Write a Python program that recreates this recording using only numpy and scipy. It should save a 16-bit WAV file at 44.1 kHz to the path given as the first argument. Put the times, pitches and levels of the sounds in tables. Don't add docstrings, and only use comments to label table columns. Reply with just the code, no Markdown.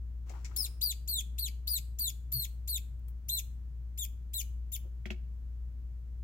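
import sys
import numpy as np
from scipy import signal
from scipy.fft import rfft, irfft
from scipy.io import wavfile

SR = 44100
rng = np.random.default_rng(int(sys.argv[2]) if len(sys.argv) > 2 else 0)


def unload_audio(sound):
    columns = np.transpose(np.atleast_2d(sound))
    steps = np.round(np.clip(columns, -1, 1) * 32767)
    wavfile.write(sys.argv[1], SR, steps.astype(np.int16))


N = 275095
TIME = np.arange(N) / SR

HOLD_S, SLACK_HZ = 0.025, 1978


def squeak_pitch(t, length, rise_s, top_hz, sag_hz_per_s, collapse_s):
    held = top_hz - sag_hz_per_s * np.maximum(t - HOLD_S, 0)
    slack = np.exp((t - length) / collapse_s)
    leap = 1 - 0.5 * np.exp(-(t / rise_s) ** 1.5)
    return leap * (held + (SLACK_HZ - held) * slack)


ATTACK_S, ATTACK_DB = 0.0068, -28
RELEASE_S, RELEASE_DB = 0.014, -9
EASY_PITCH_HZ, FADE_DB_PER_OCTAVE = 4230, 26
SETTLE_S, FRAY_S, STEADY_ROUGH = 0.015, 0.035, 0.05
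ONSET_BRIGHT_DB, END_BRIGHT_DB, SAG_DULL_DB = 4, 4.5, 5
ONSET_HARSHNESS = 0.28
SECOND_DB, THIRD_DB, HOARSE_SHARE = 1.5, 0.5, 0.23
# frequency_hz, density_db (per Hz)
RASP = [(1300, -49), (2300, -22.5), (3500, -5.5), (6000, 1), (7800, -14.5), (9800, 1), (12000, 4.5),
        (15000, -3), (18000, -12.5)]


def squeak(row, jitter=0.035, jitter_hz=700, waver=0.0018, flutter_db=3.5, rasp_db=-11, upper_db=-1.0, count=4):
    start, length, rise_s, top_hz, sag_hz_per_s, collapse_s, level_db, hoarse_db = row
    size = int(length * SR)
    t = TIME[:size]
    left = length - t
    pitch = squeak_pitch(t, length, rise_s, top_hz, sag_hz_per_s, collapse_s)

    starting = np.exp(-(t / SETTLE_S) ** 2)
    fraying = np.exp(-(left / FRAY_S) ** 2)
    letting_go = np.exp(-(left / RELEASE_S) ** 2)
    rough = STEADY_ROUGH + starting + fraying

    sunk_octaves = np.log2(top_hz / pitch) * (t > HOLD_S)
    onset_bright_db = ONSET_BRIGHT_DB + ONSET_HARSHNESS * hoarse_db
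    bright_db = onset_bright_db * starting + END_BRIGHT_DB * letting_go - SAG_DULL_DB * sunk_octaves

    fade_db = FADE_DB_PER_OCTAVE * np.log2(top_hz / EASY_PITCH_HZ) * (t / length - 0.5)
    shape_db = ATTACK_DB * np.exp(-t / ATTACK_S) + RELEASE_DB * letting_go - fade_db

    fast = jitter * rough * drift(jitter_hz, size=8192)[:size]
    slow = waver * drift(45, size=8192)[:size]
    phase = 2 * np.pi * np.cumsum(pitch * (1 + fast + slow)) / SR

    pressed_db = HOARSE_SHARE * hoarse_db
    harmonics_db = [0, SECOND_DB + pressed_db, THIRD_DB + pressed_db] + [upper_db + hoarse_db] * count
    voice = np.zeros(size)
    for k, harmonic_db in enumerate(harmonics_db, 1):
        flutter = flutter_db * drift(73, size=8192)[:size]
        gain = from_db(harmonic_db + bright_db * np.log2(k) + flutter)
        in_range = np.clip((SR / 2 - k * pitch) / 3000 - 1, 0, 1)
        voice += gain * in_range * np.sin(k * phase)

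    air = coloured(rng.standard_normal(8192), RASP)[:size] * (1 + 0.98 * np.sin(phase))
    voice += from_db(rasp_db + hoarse_db / 2 + 2 * bright_db) * np.sqrt(rough) * air
    edges = np.clip(np.minimum(t, left) / 0.0019, 0, 1)
    return voice * edges * from_db(level_db + shape_db)


# start_s, length_s, rise_s (upward leap), top_hz, sag_hz_per_s,
# collapse_s (final fall of pitch), level_db, hoarse_db
SQUEAKS = [(0.561, 0.11, 0.0063, 5480, 7000, 0.022, -37, 3),
           (0.809, 0.12, 0.01, 4964, 12500, 0.0095, -36.5, -8),
           (1.074, 0.14, 0.0069, 4545, 12206, .0065, -38.5, -5.5),
           (1.38, 0.11, 0.0088, 4804, 4996, 0.032, -41.5, -2),
           (1.671, .12, 0.0065, 4957, 13304, 0.011, -38, 1),
           (1.985, 0.12, 0.0078, 4657, 16205, 0.0038, -39, -1.5),
           (2.317, 0.14, 0.0053, 4528, 3998.5, 0.011, -41.5, 3.5),
           (2.674, 0.11, 0.0083, 4562, 14499, 0.006, -41, -1),
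           (3.283, .121, .012, 4157, -6, .016, -41.5, 1.5),
           (3.974, 0.081, 0.0083, 3746, 12490, 0.0044, -44, -1),
           (4.332, .088, .007, 4060, 17002, 0.0085, -42, 0),
           (4.717, 0.051, 0.0075, 3830, 8500, .011, -47, 4.5)]


def mouse(lowest_hz=1900):
    out = np.zeros(N)
    for row in SQUEAKS:
        cry, at = squeak(row), round(row[0] * SR)
        out[at:at + len(cry)] += cry
    return signal.sosfilt(signal.butter(4, lowest_hz, "high", fs=SR, output="sos"), out)


# frequency_hz, left_db, right_db
VOICE_COLOUR = [(2300, 7, -2.5), (3460, -19, -3.5), (3580, 7, 13), (4600, 1.5, -9), (5523, 2, -10.5),
                (5930, 1.5, -8), (7080, 8.5, -1.5), (8300, -2.5, -8), (9200, -0.5, -9.5), (10250, -8.5, -6),
                (10820, 6, -0.5), (11900, 5.5, 5), (13400, 6.5, 10.5), (15000, 5.5, 2.5),
                (15900, -13, -12.5)]


def from_tub(x, right_lag_s=0.0003949):
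    left = filtered(x, VOICE_COLOUR, axis=1)
    right = filtered(x, VOICE_COLOUR, axis=2)
    return np.array([left, np.interp(TIME - right_lag_s, TIME, right)])


# start_s, swell_s, level_db, t60_s
SCUFFS = [(.255, 0.03, -60, 1.6), (.5, .09, -64.5, 0.58)]
# frequency_hz, density_db (per Hz)
SCUFF_COLOUR = [(150, -34.5), (300, 7), (600, -5.5), (1150, -3.5), (2000, -10.5), (3500, -16), (7000, -15),
                (10000, -27), (15000, -21)]
# start_s, level_db, t60_s
CRUNCHES = [(.294, -46.5, 0.049), (0.445, -44.5, 0.09), (0.452, -51.5, 0.037)]
# frequency_hz, density_db (per Hz)
CRUNCH_COLOUR = [(400, -28), (1200, -21), (2200, 5.5), (3200, -11.5), (5500, 0), (7500, 0.5), (10000, -18),
                 (14000, -20)]


def sand(grains_per_s=5000, spread_db=-3.0, scuff_pan_db=6.5, crunch_pan_db=5.5):
    struck = rng.random(N) < grains_per_s / SR
    sizes = from_db(spread_db * rng.standard_normal(N))
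    grains = struck * sizes * rng.standard_normal((2, N))
    slide = np.zeros(N)
    for s, swell, db, t60 in SCUFFS:
        rise = np.clip((TIME - s) / swell, 0, 1)
        decay = from_db(-60 * np.maximum(TIME - s - swell, 0) / t60)
        slide += from_db(db) * rise * decay
    crunch = sum(from_db(db) * dying(s, t60) for s, db, t60 in CRUNCHES)
    scuffs = pan(scuff_pan_db) * slide * coloured(grains, SCUFF_COLOUR)
    return scuffs + pan(crunch_pan_db) * crunch * coloured(grains, CRUNCH_COLOUR)


# start_s, level_db, pitch_hz, t60_s
BUMPS = [(0.301, -46, 634, 0.042), (.336, -42, 1110, 0.019), (.349, -52, 994, 0.13),
         (0.511, -55.5, 1236, .07), (4.844, -57.5, 390, 0.17)]


def bumps(pan_db=10.0):
    out, noise = 0, rng.standard_normal((2, N))
    for s, db, hz, t60 in BUMPS:
        band_pass = signal.butter(2, [hz / 1.3, hz * 1.3], "band", fs=SR, output="sos")
        band = rms_one(signal.sosfilt(band_pass, noise))
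        out = out + from_db(db) * dying(s, t60) * band
    return pan(pan_db) * out


# start_s, level_db, click_hz
KNOCKS = [(5.0558, -33.5, 2060), (5.1038, -29.5, 2680)]
# frequency_hz, level_db (over the knock), t60_s, left_over_right_db
KNOCK_MODES = [(211.6, -5.5, 0.072, 11), (250, -31, 0.072, 8), (363, -14, 0.14, 7.5), (640, -19, 0.076, 10),
               (1620, -20.5, 0.045, 16.5), (1820, -36, 0.035, -7), (2256, -16.5, 0.023, -31),
               (3280, -10, 0.024, -8)]
# frequency_hz, density_db (per Hz)
CRACK = [(300, -7), (700, 0), (1100, -11.5), (1700, -1), (2800, -3), (4500, -7.5), (7000, -13),
         (10000, -28), (15000, -20)]


def knocks(click_t60=0.0086, click_db=7.5, click_pan_db=-5, crack_db=-11, crack_t60=0.072):
    out = np.zeros((2, N))
    crack = coloured(rng.standard_normal((2, N)), CRACK)
    for s, db, click_hz in KNOCKS:
        out += from_db(db + crack_db) * crack * dying(s, crack_t60)
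        click = (click_hz, click_db, click_t60, click_pan_db)
        for hz, mode_db, t60, pan_db in [*KNOCK_MODES, click]:
            envelope = dying(s, t60, attack=0.001 + 1 / hz)
            ring = envelope * np.sin(2 * np.pi * hz * (TIME - s))
            out += pan(pan_db) * from_db(db + mode_db) * ring
    return out


# start_s, level_db
TICKS = [(2.991, -62), (3.082, -46), (3.104, -60), (4.089, -61), (4.787, -56)]


def ticks(t60=0.024, pan_db=8.0):
    snaps = sum(from_db(db) * dying(s, t60) for s, db in TICKS)
    spectrum = [(1500, -6), (4500, -14), (9500, -4), (14000, 3.0), (16000, 5.5), (18000, -30)]
    return pan(pan_db) * snaps * coloured(rng.standard_normal((2, N)), spectrum)


def thud(at_s=2.366, width_s=0.028, hz=125, db=-36):
    return from_db(db) * np.exp(-((TIME - at_s) / width_s) ** 2) * np.sin(2 * np.pi * hz * TIME)


def wall_echo(x, left_s=0.01, right_s=0.0135):
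    return np.array([np.pad(ear, (round(lag * SR), 0))[:N] for ear, lag in zip(x, (left_s, right_s))])


def echoes(x, t60, delay, dull_hz):
    t = TIME[:SR]
    decay = from_db(-60 * np.minimum(t / t60, 2))
    onset = np.clip(t / delay - 1, 0, 1)
    tail = rng.standard_normal((2, SR)) * decay * onset
    tail /= np.sqrt(np.sum(tail ** 2, axis=1, keepdims=True))
    low_pass = signal.butter(1, min(dull_hz, 0.45 * SR), fs=SR, output="sos")
    tail = signal.sosfilt(low_pass, tail)
    return signal.fftconvolve(x, tail, axes=1)[:, :N]


HUM_HZ, HUM_DB = 59.5, -40


def hum(waver_db=1.04, wander_hz=0.031):
    phase = 2 * np.pi * np.cumsum(HUM_HZ + wander_hz * drift(5.5, size=N)) / SR
    return from_db(HUM_DB + waver_db * drift(3.8, size=N)) * np.sqrt(2) * np.sin(phase)


# frequency_hz, density_db (per Hz)
AIR = [(22, -100), (30, -76), (38, -68), (55, -73), (95, -77), (125, -75), (160, -83), (210, -87),
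       (300, -96), (450, -102), (800, -110.5), (1500, -112), (2500, -116.5), (5000, -121), (6700, -119),
       (9000, -125), (13500, -121)]
# frequency_hz, correlation (0-1)
LIKENESS = [(60, 1), (130, 0.94), (300, 0.41), (700, 0.8), (2000, 0.17), (8000, 0.039)]


def room_air(pan_db=1.0):
    hz = np.fft.rfftfreq(N, 1 / SR)
    alike = np.clip(at_hz(LIKENESS, hz), 0, 1)
    mid, side = rfft(rng.standard_normal((2, N))) * np.sqrt(SR) / 2
    ears = np.sqrt(1 + alike) * mid + np.sqrt(1 - alike) * side * [[1], [-1]]
    return pan(pan_db) * irfft(ears * from_db(at_hz(AIR, hz)), N)


def from_db(db):
    return 10 ** (np.asarray(db) / 20)


def rms_one(x):
    return x / np.sqrt(np.mean(x ** 2) + 1e-20)


def at_hz(points, hz, axis=1):
    table = np.array(points)
    return np.interp(np.log(np.maximum(hz, 1)), np.log(table[:, 0]), table[:, axis])


def pan(db):
    return from_db(np.array([[db], [-db]]) / 2)


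def drift(rate, size):
    hz = np.fft.rfftfreq(size, 1 / SR)
    spectrum = rfft(rng.standard_normal(size)) / (1 + (hz / rate) ** 2)
    return rms_one(irfft(spectrum, size))


def coloured(x, spectrum):
    size = x.shape[-1]
    gain = from_db(at_hz(spectrum, np.fft.rfftfreq(size, 1 / SR)))
    return rms_one(irfft(rfft(x) * gain, size))


def filtered(x, colour, axis=1):
    hz = np.linspace(0, SR / 2, 257)
    response = signal.firwin2(97, hz, from_db(at_hz(colour, hz, axis=axis)), fs=SR)
    return np.convolve(x, response, "same")


def dying(start, t60, attack=0.0037):
    age = TIME - start
    return np.clip(age / attack, 0, 1) * from_db(-60 * np.clip(age / t60, 0, 2))


# frequency_hz, gain_db
SPREAD_COLOUR = [(2300, 5.5), (3700, -3), (4800, -1.5), (7300, 0.5), (9400, -6), (12500, 3), (15000, 1)]


def scene(direct_db=0.5, tub_db=-8, wall_db=-16, spread_db=2.0, room_db=-19):
    cries = mouse()
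    struggle = sand() + bumps() + knocks() + ticks()
    near = from_db(direct_db) * from_tub(cries) + struggle
    radiated = from_db(spread_db) * filtered(cries, SPREAD_COLOUR) + struggle
    tub = from_db(tub_db) * echoes(near, t60=0.098, delay=0.0012, dull_hz=14200)
    wall = from_db(wall_db) * wall_echo(radiated)
    room = from_db(room_db) * echoes(radiated, t60=0.39, delay=0.015, dull_hz=10180)
    low = pan(2.685) * (hum() + thud())
    return near + tub + wall + room + low + room_air()


def record(dry, cutoff_hz=16000):
    return signal.sosfilt(signal.ellip(10, 0.1, 80, cutoff_hz, fs=SR, output="sos"), dry)


dry = scene()
out = record(dry)
unload_audio(out)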